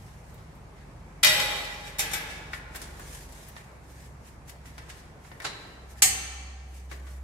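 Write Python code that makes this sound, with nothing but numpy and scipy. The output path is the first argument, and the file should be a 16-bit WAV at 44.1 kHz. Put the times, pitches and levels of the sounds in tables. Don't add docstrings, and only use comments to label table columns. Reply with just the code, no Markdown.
import sys
import numpy as np
from scipy import signal
from scipy.fft import rfft, irfft, next_fast_len
from scipy.io import wavfile
from scipy.ndimage import uniform_filter1d, map_coordinates

SR = 44100
rng = np.random.default_rng(int(sys.argv[2]) if len(sys.argv) > 2 else 0)


def int16_out(signal):
    q = np.round(np.clip(np.atleast_2d(signal).T, -1, 1) * 32767)
    wavfile.write(sys.argv[1], SR, q.astype(np.int16))


N = 318843
TIME = np.arange(N) / SR
BLOW_TIME = np.arange(SR * 3 // 4) / SR

# (frequency [Hz], relative density [dB per Hz])
RUMBLE_SPECTRUM = [(15, -39), (25, -13.5), (54, -7), (92, -2), (156, -1), (172, -6), (194, -7.5),
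                   (260, -21), (340, -56), (570, -120)]
WASH_SPECTRUM = [(120, -52.5), (200, -4.5), (334, -7), (735, -8), (836, -7), (1400, -14), (2250, -17),
                 (3130, -26.5), (7680, -28.5), (11700, -35), (12600, -39), (14600, -40.5), (16000, -58)]
LEATHER_SPECTRUM = [(590, -40.5), (1000, -16), (1220, -21.5), (1670, 10), (1940, 5), (4020, -1.5),
                    (7190, -3.5), (12000, -10), (16000, -18)]
# (time [s], level [dB])
RUMBLE_LEVEL = [(0, -49), (1.6, -52.5), (3.2, -54), (4.1, -51.5), (5.7, -53.5), (6.5, -57.5), (7.23, -56)]
WASH_LEVEL = [(0, -54), (1.2, -52.5), (2.5, -49.5), (4, -54), (5.5, -53.5), (7.23, -58)]
HUM_LEVEL = [(0, -53), (1.0, -57), (1.8, -63), (2.5, -52), (3.0, -51), (3.6, -56), (4.1, -48), (4.4, -54.5),
             (5.2, -51), (5.55, -61), (5.86, -44), (6.7, -43), (7.23, -38.5)]
# (time [s], cycle rate [Hz], level [dB])
ENGINE_COURSE = [(0, 23.9, -58), (1, 23.47, -54.5), (2, 23.48, -51.5), (3.3, 23.49, -52.5),
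                 (3.7, 22.8, -67.5), (4.2, 21.61, -62), (5, 21.33, -58), (5.8, 21.84, -59),
                 (6.3, 22.14, -63.5), (7.23, 23.2, -82.5)]
# (multiple of the cycle rate [1], relative level [dB])
ENGINE_ORDERS = [(2, 1.5), (3, -3.5), (4, -8), (5, -16.5), (6, -8), (7, -7)]
# (loudest moment [s], level [dB], swell [s], fade [s], treble up and bass down [dB])
GLOVE_STROKES = [(.02, -57, 0.089, 0.55, 3.5), (.335, -62, 0.15, 0.056, 6), (.55, -67, .1, .04, 0),
                 (.78, -64.5, .08, .6, -2), (1.55, -47.5, .1, 0.58, 7), (1.872, -44, 0.069, .1, 0),
                 (2.31, -44, 0.042, 0.16, 0), (2.539, -43.5, 0.027, 0.087, 2),
                 (2.76, -44.5, 0.043, 0.21, 2.5), (3.14, -43.5, 0.24, 0.19, 5), (3.4, -49.5, 0.25, 0.37, 4),
                 (3.57, -50.5, 0.033, .1, 0), (3.918, -55.5, 0.14, 0.29, 5), (4.05, -55, 0.2, 0.093, 4),
                 (4.28, -53, 0.085, 0.099, 4), (4.49, -49, 0.028, 0.079, 5.5), (4.66, -51, .02, .2, 3.5),
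                 (4.83, -58, 0.055, .2, 1), (4.9, -44.5, 0.022, 0.039, 1.5), (4.99, -53.5, .2, 0.14, 3),
                 (5.25, -58, .07, .5, 4.5), (5.6, -59, .1, .5, 3), (5.91, -51, 0.034, 0.064, 6.5),
                 (5.992, -50, 0.045, .03, 3), (6.752, -55, 0.1, 0.2, 5), (6.918, -45.5, 0.027, 0.099, 1.5),
                 (7.11, -54.5, 0.17, 0.17, 6)]
# (time [s], level [dB], low, high and top band offsets [dB],
# decay time before the band factor [s], left over right [dB])
PLIERS_BLOWS = [(.3404, -57, -16.5, -17, 8, 0.1, -3), (.375, -60, 2.5, 2, -21, .16, -4),
                (.5494, -68.5, -19, -23.5, 13, .12, 3), (1.2315, -7.5, -34, -4.5, -5, 0.072, 0.5),
                (1.245, -9.5, -41, -12, 6.5, 0.041, 10.5), (1.266, -11, -25.5, -3, -24.5, 0.071, -4),
                (1.396, -20.5, -4, -6, -3, 0.069, 5)]
ROD_KNOCKS = [(1.9844, -34.5, -25, -2, 3.5, 0.22, 1.5), (1.9919, -23, -32, -8, -4.5, 0.2, .5),
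              (2.1139, -37.5, -5, -11, -19, 0.24, 2), (2.1331, -27, -20, -10, -9.5, 0.21, 3.8)]
TUBE_TAPS = [(2.5329, -29, -14, -23, -25, 0.062, 3.5), (2.7489, -38.5, -2, -20, -4, 0.064, 2),
             (2.758, -41.5, -1, 4, 10, 0.08, 2), (2.8164, -46, 4, 11.5, 5, 0.11, 2),
             (2.9953, -44.5, 5, -13, 1.5, 0.069, 0), (3.323, -56, -9, 9, 5, .083, 5),
             (3.485, -55.5, -7, -8, 14, .086, 4), (3.5653, -40.5, 1, -12, -18, 0.037, -1),
             (4.4804, -53, -21, -9.5, 0, .1, -2), (4.4949, -45, -27, 0.5, 2, 0.071, 3),
             (4.6554, -46.5, -8, -12, -18, .062, -3), (4.7797, -40, -2.5, -5, -10, 0.075, 0.5),
             (4.8997, -45, -10, 1, -21, .14, 3), (5.248, -49.5, -1, -26.5, -21, .11, -5),
             (5.3153, -42, 2, -22, -26, .04, -1), (5.4009, -34.5, -9, -15, -9, 0.042, 1),
             (5.4187, -45, -0.5, 0.5, -9, .3, 2), (6.914, -40, 2, -17, -14, 0.083, 5.5),
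             (7.0678, -48, -5.5, -16, -24, 0.12, 2)]
TRESTLE_KNOCK = [(5.4454, -23.5, -9.5, -8, -24, 0.14, -.5)]
JIG_DROP = [(6.0207, -12.5, -25.5, 2, -8, 0.067, -.28)]
# (frequency [Hz], relative level [dB], time to die by 60 dB [s])
PLIERS_MODES = [(433.4, -32.5, 0.88), (537.6, -26.5, 1), (568, -28, 0.53), (617, -20, 0.52), (685, -32, 1),
                (828, -19, 0.88), (1536, -15, 0.37), (1945, -5, 0.24), (2395, -10, 0.22),
                (2474, 0.5, 0.091), (3010, -6, 0.28), (3290, 2.5, 0.069), (3740, -12, 0.42), (3789, 1, .26),
                (5534, -7, .25), (2019, -5, .22), (2326, -5, .22), (3231, -7, .22), (3621, -9, .22),
                (4344, -8, 0.34), (4680, -13, 0.26), (4864, -6, 0.24), (6250, -4, 0.16), (7160, 0, 0.11),
                (7800, -15.5, 0.76), (8650, -22, .7), (10700, -28, .8), (11200, -20.5, .8),
                (11600, -16.5, 0.78), (12200, -21.5, 0.87), (12300, -35, .7), (11800, -14, .3)]
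ROD_MODES = [(454.5, -14, 0.37), (619, -7.5, 0.32), (788, -3, 0.28), (860, -7, 0.34), (1560, -7, 0.42),
             (1700, -4.5, 0.8), (1993, -3.5, 0.35), (2200, -19, .2), (2024, -9, 0.4), (2270, 0, 0.24),
             (2565, -2.5, 0.38), (3580, -3, .15), (3670, 2, 0.16), (4790, -17, 0.26), (5610, 3.5, 0.18),
             (6200, 1, 0.19), (6840, 5, 0.14), (7340, 3.5, 0.18), (8350, 4.5, 0.14), (9460, 5, 0.1),
             (10900, -1.5, 0.22), (11220, -0.5, 0.3), (11650, -4, 0.15), (11900, 6, 0.17)]
TUBE_MODES = [(1044, -5.5, 0.11), (1465, 7, 0.027), (1790, -1.5, 0.2), (1936, 0, .12), (2020, -5.5, 0.24),
              (2254, -1.5, 0.11), (2760, -16.5, 0.23), (4650, -26, 0.13)]
TRESTLE_MODES = [(577, -6, 0.18), (816, 1, 0.14), (1101, -11, 0.46), (1540, 4.5, 0.14), (2140, -7, 0.35),
                 (2780, -7, 0.099), (3950, -2.5, 0.32), (4030, -6, 1), (4480, 1, 0.17), (5640, -21.5, 0.23),
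                 (7020, 2, 0.16)]
JIG_MODES = [(773, -15.5, 0.77), (828, -19.5, .4), (1810, -27.5, 0.33), (1847, -8.5, 0.4), (2063, -7, .4),
             (2293, -2.5, 0.25), (2580, -16, 0.26), (2743, -5, 0.26), (3040, -5.5, 0.43), (3100, -24, .2),
             (3930, -27, .3), (4440, -4.5, .35), (4600, -14.5, 0.42), (5220, -2, 0.31), (6220, -3.5, 0.85),
             (6450, 2, 0.2), (6740, 4.5, 0.28), (7230, 2.5, 0.27), (7930, 4, 0.27), (8220, 3.5, 0.4),
             (9180, -6.5, 0.46), (9620, 4.5, 0.23), (9800, -1.5, 0.2), (10400, -4.5, 0.17),
             (10300, -7, .15), (10400, -14, 0.16), (12220, 1, 0.26), (13300, -6.5, 0.167)]
# (centre [Hz], width [Hz], decay time factor [1])
CLATTER_BANDS = [(228.5, 2700, 1.2), (675, 350, 1.3), (2400, 2370, 1.43), (6400, 3600, 1.68),
                 (11900, 2400, 0.77)]
# (frequency [Hz], time to die by 60 dB [s])
HALL_DECAY = [(150, 0.86), (700, 2.03), (2500, 1.37), (6000, 1.215), (12000, 0.65)]
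# (frequency [Hz], relative level [dB])
HALL_COLOUR = [(150, 21.5), (700, 2), (2500, 3.5), (6000, -3.5), (12000, -2.5)]
# (frequency [Hz], correlation [1])
PORT_LIKENESS = [(60, 0.78), (180, 1), (550, 0.5), (1650, -0.034), (4970, 0.037), (15000, -0.022)]
# (frequency [Hz], gain [dB])
MIC_RESPONSE = [(30, -10.5), (45, 0), (14500, -0.5), (15700, -7), (16100, -32)]


def amp(db):
    return 10 ** (np.asarray(db) / 20)


def unit(x):
    return x / np.sqrt(np.mean(x ** 2) + 1e-20)


def along(points, hz):
    point_hz, value = np.transpose(points)
    return np.interp(np.log(hz + 1), np.log(point_hz + 1), value)


def curves(rows):
    row_s, *columns = np.transpose(rows)
    return [np.interp(TIME, row_s, column) for column in columns]


def wobble(rate):
    knots = rng.standard_normal(int(N * rate / SR) + 4)
    return map_coordinates(knots, [TIME * rate])


def filtered(x, response):
    length = x.shape[-1]
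    padded = next_fast_len(length + 8192)
    spectrum = rfft(x, padded) * response(np.fft.rfftfreq(padded, 1 / SR))
    return irfft(spectrum, padded)[..., :length]


def diffuse(pair, colour):
    def mid_side_gains(hz):
        angle = np.arccos(np.clip(along(PORT_LIKENESS, hz), -1, 1)) / 2
        return amp(along(colour, hz)) * np.array([np.cos(angle), np.sin(angle)])

    mid, side = filtered(pair, mid_side_gains)
    return np.array([mid + side, mid - side])


def rush(colour, patchy_db):
    noise = signal.stft(rng.standard_normal((2, N)), nperseg=512)[2]
    patches = uniform_filter1d(rng.standard_normal(noise.shape[1:]), 6, 0)
    patches = unit(uniform_filter1d(patches, 10, 1))
    pair = signal.istft(noise * amp(patchy_db * patches), nperseg=512)[1][:, :N]
    return unit(diffuse(pair, colour))


def shop():
    rumble_gain = amp(curves(RUMBLE_LEVEL)[0] + 0.75 * wobble(12))
    wash_gain = amp(curves(WASH_LEVEL)[0] + 0.25 * wobble(6.5))
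    rumble = rumble_gain * rush(RUMBLE_SPECTRUM, patchy_db=0.8)
    return rumble + wash_gain * rush(WASH_SPECTRUM, patchy_db=1.0)


def engine():
    cycle_hz, level_db = curves(ENGINE_COURSE)
    cycle_phase = 2 * np.pi * np.cumsum(cycle_hz) / SR
    orders = 0
    for multiple, order_db in ENGINE_ORDERS:
        gain = amp(order_db + 1.6 * wobble(1.7)) * np.sqrt(2)
        orders = orders + gain * np.sin(multiple * cycle_phase + .3 * wobble(1.3))
    return amp(level_db) * orders


def hum():
    hum_hz = 65.2
    gain = amp(curves(HUM_LEVEL)[0] + 0.8 * wobble(2.8)) * np.sqrt(2)
    return gain * np.sin(2 * np.pi * hum_hz * TIME + .3 * wobble(1.4))


def gloves():
    step = 32
    range_db = 20
    roundness = 1.15
    peak_s, level_db, swell_s, fade_s, tilt_db = np.transpose(GLOVE_STROKES)[:, :, None]
    late = TIME[::step] - peak_s
    distance = np.maximum(-late / swell_s, late / fade_s)
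    power = amp(level_db - range_db * distance ** roundness) ** 2

    def envelope(side):
        strokes = np.sqrt(np.sum(power * amp(side * tilt_db) ** 2, axis=0))
        return np.repeat(strokes, step)[:N]

    hiss = rush(LEATHER_SPECTRUM, patchy_db=1.5)
    dull = filtered(hiss, lambda hz: 1 / (1 + (hz / 6000) ** 4))
    bright = hiss - dull
    grain = amp(1.2 * wobble(120) + wobble(30))
    return grain * (dull * envelope(-1) + bright * envelope(1))


def clatter(level_db, low_db, high_db, top_db, decay_s):
    centre, width, factor = np.transpose(CLATTER_BANDS)

    def split(hz):
        return np.array([np.sqrt(along(np.transpose([centre, row]), hz)) for row in np.eye(len(centre))])

    bands = filtered(rng.standard_normal((3, 1, len(BLOW_TIME))), split)
    band_db = np.array([[low_db - 15.5], [low_db], [0], [high_db], [top_db]])
    gain = amp(level_db - 8 + band_db) * np.sqrt(SR / 2 / width[:, None])
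    decay = amp(-60 * BLOW_TIME / (decay_s * factor[:, None]))
    return np.sum(bands * gain * decay, axis=1)


def ring(modes, level_db, blur):
    mode_hz, mode_db, mode_t60 = np.transpose(modes)[:, :, None]
    level_luck, phase_luck = rng.standard_normal((2, 2, len(modes), 1))
    steps = rng.standard_normal((2, len(modes), len(BLOW_TIME)))
    drift = np.cumsum(steps, axis=2) * np.sqrt(2 * np.pi * blur * (mode_hz + 1200) / SR)
    gain = amp(level_db + mode_db + 2.0 * level_luck - 60 * BLOW_TIME / mode_t60)
    return np.sum(gain * np.sin(2 * np.pi * mode_hz * BLOW_TIME + 2.03 * phase_luck + drift), axis=1)


def hall(x):
    hz, t, noise = signal.stft(rng.standard_normal((2, SR + SR // 2)), SR, nperseg=256)
    decay = amp(-60 * t / along(HALL_DECAY, hz)[:, None])
    tail = diffuse(signal.istft(noise * decay, SR, nperseg=256)[1], HALL_COLOUR)
    tail *= 1 - np.exp(-np.arange(tail.shape[1]) / (0.0015 * SR))
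    return signal.fftconvolve(x[None], tail / np.linalg.norm(tail[0]), axes=1)


def struck(blows, modes, rise_ms, ring_db, wet_db, spread, blur):
    out = np.zeros((2, N + 3 * SR))
    rise = np.clip(BLOW_TIME / (rise_ms / 1000), 0, 1) ** 2
    end_fade = 1 - (BLOW_TIME / BLOW_TIME[-1]) ** 2
    for blow_s, level_db, low_db, high_db, top_db, decay_s, pan_db in blows:
        burst = clatter(level_db, low_db, high_db, top_db, decay_s)
        pair = np.sqrt(1 - spread) * burst[0] + np.sqrt(spread) * burst[1:]
        pair += ring(modes, level_db + ring_db, blur)
        pair *= rise * end_fade * amp([[pan_db / 2], [-pan_db / 2]])
        start = round(blow_s * SR - rise_ms * SR / 2000)
        out[:, start:start + len(BLOW_TIME)] += pair
        echo = hall(pair[0] * amp(-pan_db / 2) + amp(-2.5) * burst[0] * rise)
        out[:, start:start + echo.shape[1]] += amp(wet_db) * echo
    return out[:, :N]


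def pliers():
    return struck(PLIERS_BLOWS, PLIERS_MODES, rise_ms=6.3, ring_db=-11.5, wet_db=0.0, spread=0.93, blur=0.0033)


def rod():
    return struck(ROD_KNOCKS, ROD_MODES, rise_ms=3.6, ring_db=-9.0, wet_db=-3.5, spread=0.9, blur=0.0094)


def tube():
    return struck(TUBE_TAPS, TUBE_MODES, rise_ms=1.1, ring_db=-8.5, wet_db=-4.5, spread=0.98, blur=0.0094)


def trestle():
    return struck(TRESTLE_KNOCK, TRESTLE_MODES, rise_ms=8, ring_db=-10.5, wet_db=-9.5, spread=0.77, blur=0.025)


def jig():
    return struck(JIG_DROP, JIG_MODES, rise_ms=3, ring_db=-8.0, wet_db=-7.5, spread=0.9, blur=0.017)


def scene():
    low_tones = (engine() + hum()) * amp([[-.4], [.4]])
    steel = pliers() + rod() + tube() + trestle() + jig()
    return shop() + low_tones + gloves() + steel


def record(dry):
    top_hz = 17100
    soft = dry / (1 + np.abs(dry / .9) ** 4) ** (1 / 4)
    return filtered(soft, lambda hz: amp(along(MIC_RESPONSE, hz)) * (hz < top_hz))


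dry = scene()
out = record(dry)
int16_out(out)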